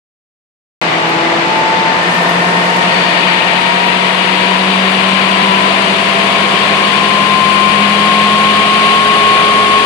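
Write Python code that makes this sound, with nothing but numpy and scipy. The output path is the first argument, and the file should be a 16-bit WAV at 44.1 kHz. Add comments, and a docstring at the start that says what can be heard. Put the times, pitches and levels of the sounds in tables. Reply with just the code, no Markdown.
"""At a fire truck's pump panel: a hand winds the throttle and the six-cylinder diesel climbs from idle.
The engine roars, the pump's drive gears whine, its impeller hums, water rushes in the pipes to the left.
Tones swell and fade as they glide through fixed resonances of the gear casing and pump compartment.
The turbo whistles thinly, loose panels buzz briefly, and the throttle knob rubs and ticks faintly.
The microphone opens abruptly; a limiter catches the highest peaks."""
import sys
import numpy as np
from scipy import signal
from scipy.fft import rfft, irfft, next_fast_len
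from scipy.io import wavfile
from scipy.ndimage import uniform_filter1d, minimum_filter1d, map_coordinates

SR = 44100
rng = np.random.default_rng(int(sys.argv[2]) if len(sys.argv) > 2 else 0)


def store_pcm(level_fs):
    """Save levels as 16-bit WAV."""
    pcm = np.round(np.clip(level_fs, -1, 1) * 32767).astype(np.int16)
    wavfile.write(sys.argv[1], SR, np.atleast_2d(pcm).T)


N = 434385
TIME_S = np.arange(N) / SR
VALVE_OPEN_S = 2.69


def engine(shaft_hz, firing_hz, repeat=0.36, throb=0.11, size=4096):
    """Diesel roar: clatter that repeats every two turns, plus fresh noise throbbing with each firing."""
    # f/Hz, relative density/dB
    spectrum = [(40, -44), (80, -21), (125, -11.5), (180, 0), (240, -3.5), (400, 0), (560, -1), (700, 3.5),
                (830, -0.5), (1050, 2.1), (1400, -4), (2000, -5), (3400, -15), (4800, -14.5), (5500, -20),
                (8000, -26.5), (10000, -33.5), (12000, -46), (14000, -90)]
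    # f/Hz, left-right coherence
    coherence = [(130, 0.97), (270, 0.94), (450, 0.5), (700, 0.38), (1200, -0.075), (1800, -0.53),
                 (2500, 0.0071)]
    # t/s, level/dB
    levels = [(.85, -15.5), (2.2, -15), (2.9, -14), (3.6, -16), (5, -16), (6.3, -14.5), (7.5, -15.5),
              (9.85, -15)]
    cycle_index = cycles_of(shaft_hz) / 2 % 1 * size
    patterns = rng.standard_normal((2, size))
    clatter = np.array([map_coordinates(p, [cycle_index], mode="grid-wrap") for p in patterns])
    pulsing = 1 + throb * np.cos(2 * np.pi * cycles_of(firing_hz))
    gas = coloured(stereo_noise() * pulsing, spectrum)
    roar = np.sqrt(repeat) * coloured(clatter, spectrum) + np.sqrt(1 - repeat) * gas

    def mid_side_gains(hz):
        angle = np.arccos(np.clip(along(coherence, hz), -1, 1)) / 2
        return np.array([np.cos(angle), np.sin(angle)])

    mid, side = filtered(roar, mid_side_gains)
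    return amp(curves(levels)[0]) * pan(0.5) * unit(np.array([mid + side, mid - side]))


def bite(x):
    """The roar's upper midrange sounds hard at first, then grows duller as heard."""
    # t/s, lift/dB
    lifts = [(.85, 3), (2.3, 4.5), (3.2, -1), (4.4, -1.5), (6.7, -3), (7.4, -5), (9.85, -5.5)]
    return x + (amp(curves(lifts)[0]) - 1) * band(x, centre_hz=1860, width_hz=800)


def body(x):
    """Sheet-metal panels lift whatever passes through their narrow resonances."""
    # f/Hz, width/Hz, lift/dB
    panels = [(502, 16, 3), (680, 27, 2), (2025, 63, 2.5), (3590, 70, 6.5)]
    mode = lambda hz, centre, width: 1j * hz * width / (centre ** 2 - hz ** 2 + 1j * hz * width)
    return filtered(x, lambda hz: 1 + sum((amp(db) - 1) * mode(hz, f, width) for f, width, db in panels))


def gears(shaft_hz, firing_hz, teeth=59):
    """Meshing teeth whine; firing pulses load them, adding two fluttering sidebands on either side."""
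    # sidebands into the casing: t/s, lower/dB, upper/dB, outer pair/dB
    sideband_levels = [(0.8, -10, -11, -24), (2.3, -13, -5, -24), (3.4, -7.5, -9, -26), (4, -2.5, -10, -19),
                       (4.5, -4.5, -9, -16), (5.2, -7, -7, -16), (5.9, -1, -10.5, -17), (6.5, -7, -8, -19),
                       (7.2, -9, -7, -23), (9.85, -7.5, -4, -24)]
    lower_db, upper_db, outer_db = curves(sideband_levels)
    mesh_hz = teeth * shaft_hz
    shiver = 0.0052 * wobble(22)
    whine = amp(0.33 + 0.9 * wobble(25)) * casing(mesh_hz, shiver)
    sideband = lambda k, db: amp(db + 0.88 * wobble(9)) * casing(mesh_hz + k * firing_hz, shiver)
    inner = sideband(-1, lower_db) + pan(-3.5) * sideband(0.99, upper_db)
    outer = sideband(-2, outer_db) + sideband(2, outer_db)
    # backlash smears part of the octave into a narrow rasp
    rasp = casing(2 * mesh_hz, 0.42 * np.array([wobble(70), wobble(70)]))
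    octave = amp(-2.4) * casing(2 * mesh_hz, 2 * shiver) + amp(-4.5) * rasp
    return whine + inner + outer + octave


def casing(hz, shiver_cycles):
    """A gear tone radiated by casing modes, in step on the left and each at its own phase on the right."""
    # f/Hz, width/Hz, level/dB, left-right/dB, left lead/rad
    modes = [(859, 27, -22, 2.6, 1.2), (883, 18, -18.5, 0, 0), (894, 21.5, -16.5, 2.5, 1.4),
             (919, 30, -19.5, 4.5, -1.5), (950, 35, -18, 8, -2), (974.2, 24, -19, 12.6, 1.5),
             (1003.2, 25, -16.5, 3.5, 2), (1023.6, 8.2, -25.3, 8, 0), (1044.6, 26, -16.5, 7, 0.5),
             (1055, 29.6, -15, 13.5, 4), (1071.6, 19.7, -15, -1, 0.5), (1083, 18, -17.5, -13, 1.16),
             (1090, 24.6, -14, 10, 1.36), (1115, 29, -20, -5, 1.3), (1138, 22, -15, 13.3, -2.5),
             (1810, 48, -26, 2, -0.5), (1860, 180, -22, 5, 2.5)]
    # dead spots between modes: f/Hz, width/Hz, dip/dB
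    nulls = [(899.5, 4, -11), (962, 4.3, -4), (990, 5, -9), (1012, 4, -11), (1026, 2.5, -9)]
    centre_hz, width_hz, db, left_db, lead_rad = np.transpose(modes)
    mode_gains = amp(db) * pan(left_db) * np.array([np.ones_like(lead_rad), np.exp(-1j * lead_rad)])
    gain = mode_gains @ bell(hz, centre_hz[:, None], width_hz[:, None]) ** 2
    dip_db = sum(depth * bell(hz, f, width) for f, width, depth in nulls)
    phasor = np.exp(2j * np.pi * (cycles_of(hz) + shiver_cycles))
    return np.sqrt(2) * amp(dip_db) * np.imag(gain * phasor)


def impeller(shaft_hz, stumble_s=0.0081):
    """Each vane passing the outlet sends a pulse; turbulence makes the hum shiver, and it stumbles twice."""
    # t/s, dip/dB, slip/cycles
    stumbles = [(3.37, -12, 0.088), (5.425, -3, 0.52)]
    # multiple of the vane rate, base level/dB
    harmonics = [(3, -40), (4, -47), (5, -33), (6, -33.5), (7, -35.5), (8, -44.5)]
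    vane_hz = 11.345 * shaft_hz
    vanes = cycles_of(vane_hz) + 0.014 * wobble(35)
    dip_db = sum(db * pulse(s, stumble_s) for s, db, _ in stumbles)
    slip = sum(ramp(s - stumble_s / 2, stumble_s, 0, cycles) for s, _, cycles in stumbles)
    hum = amp(-37.5 + compartment_db(vane_hz) + dip_db + 0.84 * wobble(30)) * tone(vanes + slip, 0.12)
    octave = amp(-37.5 + compartment_db(2 * vane_hz)) * pan(1.8) * tone(2 * vanes, 0.38)
    upper = sum(amp(db + compartment_db(k * vane_hz)) * fading_tone(k * vanes, 0.7, fade_db=2)
                for k, db in harmonics)
    return hum + octave + pan(17) * upper


def exhaust(firing_hz, extra_rpm, db_per_rpm=0.0639):
    """Firing harmonics growl louder with speed; the third and fourth drone in the pipe."""
    # multiple of the firing rate, base level/dB
    harmonics = [(1, -59), (2, -45.5), (5, -49), (8, -49), (12, -48), (13, -39.5), (14, -40)]
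    # t/s, third harmonic/dB, fourth harmonic/dB
    drone_levels = [(0.8, -44, -42), (1.2, -44, -40), (1.9, -45, -33), (3.3, -43, -33), (3.65, -42, -34),
                    (4, -45, -45), (4.9, -43, -44), (6, -43, -40), (7, -31.5, -35), (8.1, -30.5, -39),
                    (9, -34.5, -41), (9.85, -39, -48)]
    firings = cycles_of(firing_hz)
    growl = sum(amp(db + compartment_db(k * firing_hz)) * fading_tone(k * firings, 0.056 * k, fade_db=1.5)
                for k, db in harmonics)
    # the fourth beats with the impeller's hum: a chug near 10 Hz
    drone = sum(amp(db + 0.8 * wobble(9)) * tone(k * firings, 0.15)
                for k, db in zip((3, 4), curves(drone_levels)))
    return amp(db_per_rpm * extra_rpm) * growl + drone


def compartment_db(hz):
    """Lift of a tone gliding through the pump compartment's standing waves."""
    # f/Hz, width/Hz, lift/dB
    standing_waves = [(92, 4.7, 7), (102.6, 1.4, 3.5), (164.6, 3.5, 7), (170, 1.8, -8), (175.4, 8.5, 11.5),
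                      (189.8, 15.3, 16), (205.2, 11.2, 15), (208.9, 0.94, -3), (332.5, 12.4, 16.5),
                      (385, 20, 7.5), (418.3, 9.1, 12), (507, 41, 12.5), (670.4, 17, 11.5), (722, 11, 0)]
    return sum(db * bell(hz, f, width) for f, width, db in standing_waves)


def water(extra_rpm, right_lag_s=0.0002):
    """Turbulent rush in the valves on the left, fine hiss above, faint rumble below; all grow with speed."""
    # each: f/Hz, relative density/dB
    rush_spectrum = [(400, -70), (1000, -7), (1400, -5), (1800, -1.8), (2050, 0.8), (2350, 0.9),
                     (2900, 0.6), (3200, -2.5), (3500, -5), (4000, -8.5), (4700, -12), (5200, -38),
                     (7000, -60), (10000, -110)]
    spray_spectrum = [(1500, -60), (4000, -3), (6300, 2.5), (8000, 6.5), (10300, 6), (11100, -2),
                      (11800, -12.5), (12600, -17), (15000, -58)]
    rumble_spectrum = [(20, -8), (55, 7), (120, -1), (250, -29), (1000, -100)]
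    # the rush steps up as the valve opens; the hiss sets in as pressure builds
    rush_db = ramp(VALVE_OPEN_S, rise_s=0.3, before=-18, after=-13) + 0.0082 * extra_rpm
    spray_db = ramp(1.73, rise_s=0.37, before=-64, after=-37) + 0.0331 * extra_rpm
    rumble_db = -70 + 0.0811 * extra_rpm
    left, right = valve_throat(coloured(stereo_noise(), rush_spectrum), extra_rpm)
    delayed_left = filtered(left, lambda hz: np.exp(-2j * np.pi * hz * right_lag_s))
    rush = np.array([left, 0.52 * right + 0.29 * delayed_left]) * amp(0.55 * wobble(40) + 0.44 * wobble(8))
    spray = coloured(stereo_noise(), spray_spectrum) * amp(1.2 * wobble(110))
    rumble = coloured(stereo_noise(), rumble_spectrum) * amp(1.2 * wobble(5.5))
    flow = amp(rush_db) * pan(23.6) * rush + amp(spray_db) * pan(9.6) * spray
    return enclosure(flow) + amp(rumble_db) * pan(1) * rumble


def valve_throat(x, extra_rpm):
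    """Faster flow shifts the rush from the valve's lower resonances to the upper one."""
    # f/Hz, width/Hz, slope/(dB/rpm)
    resonances = [(1950, 1500, 0), (2720, 1800, -0.0059), (3200, 170, 0.0246)]
    return x + sum((amp(slope * extra_rpm) - 1) * band(x, f, width) for f, width, slope in resonances)


def enclosure(x, t60_s=0.096, wet=0.14, size=4096):
    """Short reflections behind the pump panel colour the water noise metallic."""
    tail = rng.standard_normal((2, size)) * amp(-60 * TIME_S[:size] / t60_s)
    tail /= np.linalg.norm(tail, axis=1, keepdims=True)
    echo = signal.fftconvolve(x, tail, axes=1)[:, :N]
    return (x + wet * echo) / np.sqrt(1 + wet ** 2)


def valve(delay_s=0.19, swell_s=0.12):
    """Just after opening, the valve sings briefly in a narrow hiss."""
    age = np.maximum(TIME_S - VALVE_OPEN_S - delay_s, 0) / swell_s
    return amp(-26) * age * np.exp(1 - age) * pan(15) * narrow_noise(centre_hz=4450, width_hz=400)


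def rattles():
    """Loose sheet metal shakes near idle in short swells of narrow noise."""
    # t/s, f/Hz, level/dB
    buzzes = [(.92, 2020, -23), (.98, 2970, -27), (1.28, 2020, -20)]
    return pan(6.9) * sum(amp(db) * pulse(s, 0.05) * narrow_noise(hz, width_hz=240) for s, hz, db in buzzes)


def knob(tick_t60_s=0.083, rise_s=0.004, slips_per_s=110, slip_t60_s=0.013):
    """Fingers catch and slip on the plastic throttle knob in a fine crackle; it gives small dry ticks."""
    # each: t/s, level/dB
    ticks = [(1.087, -30), (1.578, -32), (2.14, -29), (2.22, -31), (2.288, -26), (2.76, -30), (3.862, -27),
             (8.945, -30)]
    rub_levels = [(2, -92), (2.15, -47), (2.3, -50), (2.45, -52), (2.77, -48), (2.9, -84)]
    # f/Hz, relative density/dB
    spectrum = [(2000, -30), (5000, 0), (10000, -6), (13000, -3), (15000, -22)]
    strikes = sum(amp(db - 60 * np.abs(TIME_S - s) / tick_t60_s) * ramp(s, rise_s, 0, 1) for s, db in ticks)
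    slips = (rng.random(N) < slips_per_s / SR) * amp(3 * rng.standard_normal(N))
    crackle = unit(signal.fftconvolve(slips, amp(-60 * TIME_S[:512] / slip_t60_s))[:N])
    envelope = 0.65 * strikes + amp(curves(rub_levels)[0]) * crackle
    return pan(5.4) * envelope * coloured(stereo_noise(), spectrum)


def turbo(extra_rpm, hz_per_rpm=16.4):
    """The turbocharger's thin whistle climbs with engine speed."""
    # t/s, level/dB
    levels = [(4.4, -70), (5.6, -48), (6.2, -56), (8.2, -64), (9.2, -47), (9.85, -50)]
    hz = (7800 + hz_per_rpm * extra_rpm) * (1 + 0.0036 * wobble(90))
    return amp(curves(levels)[0] + 3.5 * wobble(20)) * tone(cycles_of(hz), 2 * wobble(9.7))


def tone(cycles, lead_rad):
    """Stereo sine of rms 1, left leading."""
    phase = 2 * np.pi * cycles
    return np.sqrt(2) * np.array([np.sin(phase + lead_rad / 2), np.sin(phase - lead_rad / 2)])


def fading_tone(cycles, spread_rad, fade_db):
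    """A tone wandering at random in level and direction, as if gliding through panel resonances."""
    return amp(fade_db * wobble(4)) * tone(cycles + rng.random(), spread_rad * wobble(2.07))


def cycles_of(hz):
    """Cycles completed at a changing rate."""
    return np.cumsum(hz) / SR


def stereo_noise():
    """Two independent white channels."""
    return rng.standard_normal((2, N))


def narrow_noise(centre_hz, width_hz):
    """Stereo noise band of rms 1."""
    return unit(filtered(stereo_noise(), lambda hz: bell(hz, centre_hz, width_hz) ** 2))


def coloured(x, spectrum):
    """x shaped by (f/Hz, level/dB) points, at rms 1."""
    return unit(filtered(x, lambda hz: amp(along(spectrum, hz))))


def band(x, centre_hz, width_hz):
    """x through one resonance."""
    return filtered(x, lambda hz: bell(hz, centre_hz, width_hz))


def filtered(x, response):
    """x through a frequency response."""
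    size = next_fast_len(N + SR // 2)
    return irfft(rfft(x, size) * response(np.fft.rfftfreq(size, 1 / SR)), size)[..., :N]


def bell(hz, centre_hz, width_hz):
    """Resonance peak of height 1."""
    return 1 / (1 + (2 * (hz - centre_hz) / width_hz) ** 2)


def along(points, hz):
    """(f/Hz, value) points interpolated on a log axis."""
    f, values = np.transpose(points)
    return np.interp(np.log(hz + 1), np.log(f + 1), values)


def curves(rows):
    """One value per sample for each column after t/s."""
    times_s, *columns = np.transpose(rows)
    return [np.interp(TIME_S, times_s, column) for column in columns]


def wobble(knots_per_s):
    """Smooth random curve."""
    knots = rng.standard_normal(int(N * knots_per_s / SR) + 4)
    return map_coordinates(knots, [TIME_S * knots_per_s])


def ramp(start_s, rise_s, before, after):
    """One linear move to a new value."""
    return before + (after - before) * np.clip((TIME_S - start_s) / rise_s, 0, 1)


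def pulse(centre_s, width_s):
    """Gaussian of height 1."""
    return np.exp(-((TIME_S - centre_s) / width_s) ** 2)


def pan(left_db):
    """Left and right gains of mean power 1."""
    ratio = amp(np.atleast_1d(left_db))
    return np.array([ratio, np.ones_like(ratio)]) * np.sqrt(2 / (1 + ratio ** 2))


def amp(db):
    """Decibels to gain."""
    return 10 ** (np.asarray(db) / 20)


def unit(x):
    """x at rms 1."""
    return x / np.sqrt(np.mean(x ** 2) + 1e-20)


def scene():
    """One crankshaft drives the exhaust, the gears and the pump."""
    # t/s, crankshaft speed/rpm
    speeds = [(0.8, 856.3), (1.25, 878.5), (1.6, 898), (2.25, 922.2), (3, 942.3), (3.22, 941.8),
              (3.45, 949.4), (3.8, 967.8), (4.35, 982.3), (4.7, 999.8), (5.05, 1009.5), (5.52, 1016.7),
              (5.72, 1025.4), (6.2, 1034.2), (6.45, 1043.3), (7.66, 1070.3), (7.8, 1078.4), (8.5, 1094.4),
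              (9.1, 1104.5), (9.65, 1103.5), (9.85, 1107)]
    rpm, = curves(speeds)
    shaft_hz = rpm / 60
    firing_hz = 3 * shaft_hz  # six cylinders, four-stroke
    extra_rpm = rpm - 1000
    roar = bite(engine(shaft_hz, firing_hz))
    diesel = body(roar + exhaust(firing_hz, extra_rpm)) + turbo(extra_rpm) + rattles()
    pump = gears(shaft_hz, firing_hz) + impeller(shaft_hz)
    return diesel + pump + water(extra_rpm) + valve() + knob()


def record(dry):
    """The microphone opens abruptly; a fast limiter holds peaks at full scale; the top treble is cut."""
    open_s, cutoff_hz = 0.8145, 14800
    x = dry * (TIME_S >= open_s)
    needed_gain = 1 / np.maximum(np.abs(x), 1)
    gain = uniform_filter1d(minimum_filter1d(needed_gain, size=17), size=17)
    return signal.sosfilt(signal.butter(14, cutoff_hz, fs=SR, output="sos"), x * gain)


dry = scene()
out = record(dry)
store_pcm(out)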